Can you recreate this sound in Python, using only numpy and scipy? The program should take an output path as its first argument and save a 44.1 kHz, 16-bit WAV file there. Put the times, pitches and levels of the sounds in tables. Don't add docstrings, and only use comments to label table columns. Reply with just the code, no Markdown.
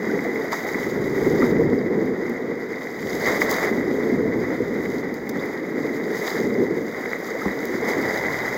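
import sys
import numpy as np
from scipy import signal
from scipy.fft import rfft, irfft, next_fast_len
from scipy.io import wavfile
from scipy.ndimage import map_coordinates

SR = 44100
rng = np.random.default_rng(int(sys.argv[2]) if len(sys.argv) > 2 else 0)


def unload_audio(sound):
    columns = np.transpose(np.atleast_2d(sound))
    steps = np.round(np.clip(columns, -1, 1) * 32767)
    wavfile.write(sys.argv[1], SR, steps.astype(np.int16))


N = 377937


def amp(db):
    return 10 ** (np.asarray(db) / 20)


def unit(x):
    return x / np.sqrt(np.mean(x ** 2) + 1e-20)


def peaked(x, db):
    return amp(db) * x / np.abs(x).max()


def noise():
    return rng.standard_normal(N)


def burst(t60, size=4096):
    return rng.standard_normal(size) * amp(-60 * np.arange(size) / SR / t60)


def wobble(rate):
    knots = rng.standard_normal(int(N * rate / SR) + 4)
    return map_coordinates(knots, [np.arange(N) * rate / SR])


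def add(track, s, sound):
    start = max(round(s * SR), 0)
    track[start:start + len(sound)] += sound[:N - start]


def along(points, hz):
    f, v = np.transpose(points)
    return np.interp(np.log(hz + 1), np.log(f + 1), v)


def coloured(x, spectrum):
    m = next_fast_len(len(x) + 8192)
    gain = amp(along(spectrum, np.fft.rfftfreq(m, 1 / SR)))
    return irfft(rfft(x, m) * gain, m)[:len(x)]


def swells(rows, floor_db):
    range_db = 20
    t = np.arange(N) / SR
    power = np.full(N, amp(floor_db) ** 2)
    for s, rise, hold, fall, db in rows:
        away = np.maximum(s - t, 0) / rise + np.maximum(t - s - hold, 0) / fall
        power += amp(db - range_db * np.minimum(away, 10)) ** 2
    return 10 * np.log10(power)


def bubbles(rate, pitch_hz, spread, cycles, scatter_db, rise, size=600):
    count = int(rate * N / SR)
    when, pitch, loud = rng.uniform(1e-6, 1 - 1e-6, (count, 3)).T[:, :, None]
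    hz = np.clip(pitch_hz * np.exp(spread * np.log(pitch / (1 - pitch))), 250, SR / 3)
    turns = hz * np.arange(size) / SR
    age = turns / cycles
    strength = np.minimum(-np.log(loud), 4.2)
    ring = amp(scatter_db * strength - 60 * age) * np.sin(2 * np.pi * turns * (1 + rise * age))
    ring = ring * np.linspace(1, 0, size)
    where = (when * N).astype(int) + np.arange(size)
    return np.bincount(where.ravel(), ring.ravel(), N)[:N]


# f/Hz, level/dB
CASE_WALL = [(40, -13.5), (200, -0.5), (600, -1), (1000, -3.5), (1600, -6), (2150, -7.5), (2700, -31.5),
             (3300, -23), (4300, -30.5), (7200, -25.5), (8700, -40.5), (10300, -40.5), (11500, -29.5),
             (16000, -33.5)]
# f/Hz, width/Hz, lift/dB
CASE_RESONANCES = [(436, 202, 6.5), (1999, 310, 12), (3783, 450, 10.5), (4863, 800, 14.5),
                   (6440, 1060, 8.5), (11380, 2300, 7), (15200, 1600, 12)]


def case_ring(size=2048):
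    hz = np.fft.rfftfreq(size, 1 / SR)
    db = along(CASE_WALL, hz)
    for centre, width, lift in CASE_RESONANCES:
        db = db + lift / (1 + (2 * (hz - centre) / width) ** 2)
    cepstrum = irfft(np.log(amp(db)))
    return irfft(np.exp(rfft(2 * cepstrum[:size // 2], size) - cepstrum[0]))


def housed(x):
    return signal.oaconvolve(x, case_ring())[:len(x)]


# t/s at full strength, rise/s, hold/s, fall/s, drumming level/dB, deep rumble level/dB
GUST_SWELLS = [(0.0, .1, 0.25, 1, -25.5, -49), (1.004, 0.52, 0.18, .2, -25.5, -35.5),
               (1.368, 0.66, 0.36, 0.27, -17.5, -30), (1.93, .3, 0.077, 0.71, -20, -39),
               (2.464, .15, 0.053, 0.15, -26.5, -51), (3.052, 0.2, 0.45, 0.23, -27, -38),
               (3.723, 0.15, 0.23, 0.42, -22.5, -37.5), (4.13, .15, 0.2, 1.0, -21.5, -34.5),
               (4.61, .2, 0.31, 0.89, -27.5, -40), (5.387, 0.14, 0.048, 0.28, -24.5, -45),
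               (5.763, 0.47, 0.39, .3, -26, -51), (6.43, 0.19, 0.24, 0.53, -21.5, -40.5),
               (7.68, 0.45, .43, 0.079, -27, -46.5), (8.0, .2, .55, .4, -40, -41)]


def wind_levels():
    breeze_db, breeze_rumble_db = -33.5, -57.5
    drumming = swells([(*shape, db) for *shape, db, _ in GUST_SWELLS], breeze_db)
    rumble = swells([(*shape, db) for *shape, _, db in GUST_SWELLS], breeze_rumble_db)
    return drumming, rumble


# f/Hz, relative level/dB
BUFFET_COLOUR = [(25, -20), (70, -18), (130, -9), (250, 2), (350, -1), (470, -4), (650, -17), (1200, -24.5),
                 (3000, -47)]
# f/Hz, relative level/dB
RUMBLE_COLOUR = [(20, -8.5), (70, 0.5), (160, 3.5), (260, -8), (500, -46), (1500, -72)]


def wind(drumming_db, rumble_db):
    eddies = amp(0.58 * wobble(18) + 1.56 * wobble(70))
    buffet = unit(eddies * housed(coloured(noise(), BUFFET_COLOUR)))
    lumps = amp(1.2 * wobble(15))
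    rumble = unit(lumps * housed(coloured(noise(), RUMBLE_COLOUR)))
    return amp(drumming_db) * buffet + amp(rumble_db) * rumble


# t/s, peak level/dB, f/Hz before flutter, length/s, pitch rise/octaves
AIR_POCKETS = [(0.093, -27, 1354, .02, 0.32), (0.248, -24, 610, 0.014, 0.35), (0.44, -20, 520, 0.013, 0.25),
               (1.417, -24, 963, 0.0194, 0.79), (1.784, -41, 4800, 0.011, .05),
               (5.39, -38.5, 3350, 0.011, 0.26), (7.305, -22, 432, 0.02, 0.058),
               (7.335, -22, 367, 0.043, 1.18), (7.414, -25, 1265, 0.014, .05)]


def gloops():
    track = np.zeros(N)
    for s, db, hz, length, octaves in AIR_POCKETS:
        age = np.linspace(0, 1, max(int(length * SR), 64))
        flutter = np.interp(age, np.linspace(0, 1, 12), rng.standard_normal(12))
        pitch = hz * 2 ** (octaves * age + 0.058 * flutter)
        swell = np.sin(np.pi * age) * amp(2 * flutter)
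        note = swell * np.sin(2 * np.pi * np.cumsum(pitch) / SR)
        add(track, s, peaked(housed(np.pad(note, (0, 512))), db))
    return track


# t/s, peak level/dB before a 2.5 dB trim
SOFT_DROPS = [(0.1915, -14), (0.3581, -18), (0.5227, -15), (0.6664, -18), (0.6898, -16), (0.7497, -15),
              (1.8137, -23.5), (1.8357, -30), (2.7412, -22), (2.871, -20.5), (3.028, -19), (3.4176, -4),
              (4.8582, -17.5), (5.8735, -22), (7.0583, -14), (7.1322, -11), (8.3429, -12)]


def drops():
    track = np.zeros(N)
    t = np.arange(1024) / SR
    for s, db in SOFT_DROPS:
        push = np.sin(2 * np.pi * rng.normal(2230, 50) * t) * amp(-60 * t / 0.0062)
        add(track, s, peaked(housed(push), db - 2.5))
    return track


# t/s, peak level/dB, t60/s
SPRAY_TICKS = [(0.667, -34, 0.15), (2.295, -33, .03), (2.555, -36, 0.012), (2.704, -40, 0.02),
               (3.403, -26.5, .15), (3.493, -22, 0.44), (3.511, -16.5, 0.018), (5.136, -28.5, 0.36),
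               (5.293, -17, 0.019), (5.458, -31, .06), (7.653, -23.5, .03)]


def ticks():
    track = np.zeros(N)
    snap_colour = [(300, -46), (2000, -33), (3500, -4), (7000, 3.5), (16000, 4.5)]  # f/Hz, level/dB
    for s, db, t60 in SPRAY_TICKS:
        grain = np.repeat(rng.standard_normal(256), 32)
        flecks = burst(t60, size=len(grain)) * amp(6.5 * grain)
        snap = coloured(flecks, snap_colour)
        add(track, s, peaked(housed(snap), db))
    return track


# t/s, peak level/dB before a 2.5 dB trim, relative level/dB of the thump at 400 Hz
HULL_SLAPS = [(0.529, -11, -4), (1.426, -18, -21), (3.417, -15.5, -15), (3.517, -12.5, -9),
              (7.456, -13.5, -7)]


def slaps():
    track = np.zeros(N)
    for s, db, thump_db in HULL_SLAPS:
        colour = [(80, -25), (400, thump_db), (1100, 20), (2000, -1.5), (5000, 0), (16000, -9)]
        smack = coloured(burst(t60=0.046), colour)
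        add(track, s, peaked(housed(smack), db - 2.5))
    return track


# t/s, peak level/dB
HULL_KNOCKS = [(7.457, -12)]
# f/Hz, relative level/dB, t60/s
HULL_MODES = [(65, -5, .2), (140, -15, 0.18), (198, 3.5, 0.12), (296, -3, 0.12), (383, -5, .1)]


def knocks():
    track = np.zeros(N)
    t = np.arange(SR // 4) / SR
    for s, db in HULL_KNOCKS:
        boom = np.zeros(len(t))
        for hz, level, t60 in HULL_MODES:
            boom += amp(level - 60 * t / t60) * np.sin(2 * np.pi * (hz * t + rng.uniform()))
        onset = 1 - np.exp(-t / .003)
        add(track, s, peaked(housed(boom * onset), db))
    return track


# t/s at full flow, rise/s, hold/s, fall/s, wash
# level/dB, spray level/dB
WATER_SURGES = [(0.08, 0.86, .37, 0.15, -35, -50.5), (0.6, 0.38, 0.24, 0.48, -32.5, -44.5),
                (1.25, .6, .22, 0.3, -33.5, -45), (2.2, .4, 0.088, .4, -41, -64),
                (3.08, 0.42, 0.13, .2, -43, -42.5), (3.25, 0.17, 0.12, .1, -27.5, -38.5),
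                (3.52, 0.21, 0.095, 0.24, -24.5, -37.5), (3.95, 0.51, 0.15, .3, -36, -49.5),
                (4.4, 0.33, 0.14, 0.37, -35, -52), (4.85, 0.36, 0.08, 0.33, -40.5, -48.5),
                (5.38, 0.2, 0.1, 0.34, -36, -50.5), (5.79, 0.34, 0.17, 0.48, -40, -51),
                (6.24, 0.3, 0.068, 0.34, -30.5, -39), (7.15, 1, 1, 0.68, -35, -46.5),
                (7.9, 0.27, 0.57, 2.4, -29, -43.5)]
# t/s, wash level/dB, spray level/dB
BOW_SPLASHES = [(0.521, -29, -40.5), (1.415, -29.5, -50), (3.268, -23.5, -34.5), (3.41, -26, -34.5),
                (3.506, -33, -33.5), (3.63, -21.5, -37.5), (6.265, -33, -38.5), (6.351, -29, -46),
                (7.465, -36, -59), (7.884, -26.5, -38)]


def water_levels():
    sea_wash_db, sea_spray_db = -36.5, -54.5
    rise_s, hold_s, fall_s = 0.017, 0.019, .06
    waves = list(WATER_SURGES)
    for s, wash_db, spray_db in BOW_SPLASHES:
        waves.append((s, rise_s, hold_s, fall_s, wash_db, spray_db))
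    flow = swells([(*shape, db) for *shape, db, _ in waves], sea_wash_db)
    mist = swells([(*shape, db) for *shape, _, db in waves], sea_spray_db)
    return flow, mist


# f/Hz, relative level/dB
SPRAY_COLOUR = [(500, -42), (1800, -15.5), (3000, -2.5), (5000, -1.5), (8000, 1), (16000, -1.5)]


def spray(spray_db):
    hiss = unit(housed(coloured(noise(), SPRAY_COLOUR)))
    fizz = bubbles(rate=600, pitch_hz=4806, spread=0.202, cycles=72, scatter_db=6.5, rise=.08)
    fizz = unit(housed(coloured(fizz, SPRAY_COLOUR)))
    crackle = bubbles(rate=350, pitch_hz=6500, spread=0.26, cycles=7.7, scatter_db=7, rise=.1, size=64)
    crackle = unit(housed(coloured(crackle, SPRAY_COLOUR)))
    prickle = bubbles(rate=90, pitch_hz=13000, spread=0.1, cycles=30, scatter_db=3.0, rise=.1, size=128)
    prickle = unit(housed(prickle))
    clumps = amp(1.23 * wobble(22) + 0.92 * wobble(90))
    showers = amp(1.8 * wobble(9.7))
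    foam = clumps * (amp(0.1) * hiss + amp(-9.0) * fizz + amp(-9.0) * crackle)
    return amp(spray_db) * (foam + amp(-13) * showers * prickle)


# f/Hz, relative level/dB
WASH_COLOUR = [(30, -28), (150, -20.5), (400, 1), (700, 1.5), (1200, -1), (2100, 2.5), (3000, -3),
               (5000, -5.5), (16000, -28)]


def wash(wash_db):
    foam = unit(amp(1.42 * wobble(45)) * housed(coloured(noise(), WASH_COLOUR)))
    gurgle = bubbles(rate=260, pitch_hz=934, spread=0.25, cycles=24, scatter_db=3.5, rise=0.1, size=1400)
    gurgle = unit(housed(gurgle))
    patter = bubbles(rate=260, pitch_hz=2050, spread=0.052, cycles=8.3, scatter_db=4.5, rise=0.053)
    patter = unit(housed(patter))
    churn = amp(.5) * foam + amp(-9) * gurgle + amp(-7) * patter
    return amp(wash_db + 0.25 * wobble(16)) * churn


def scene():
    wash_db, spray_db = water_levels()
    air = wind(*wind_levels())
    hits = gloops() + drops() + ticks() + slaps() + knocks()
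    water = spray(spray_db) + wash(wash_db)
    return (air + hits + water)[None]


def record(dry):
    top_hz = 15850
    m = next_fast_len(N + SR // 2)
    keep = np.fft.rfftfreq(m, 1 / SR) < top_hz
    return irfft(rfft(dry, m) * keep, m)[:, :N]


dry = scene()
out = record(dry)
unload_audio(out)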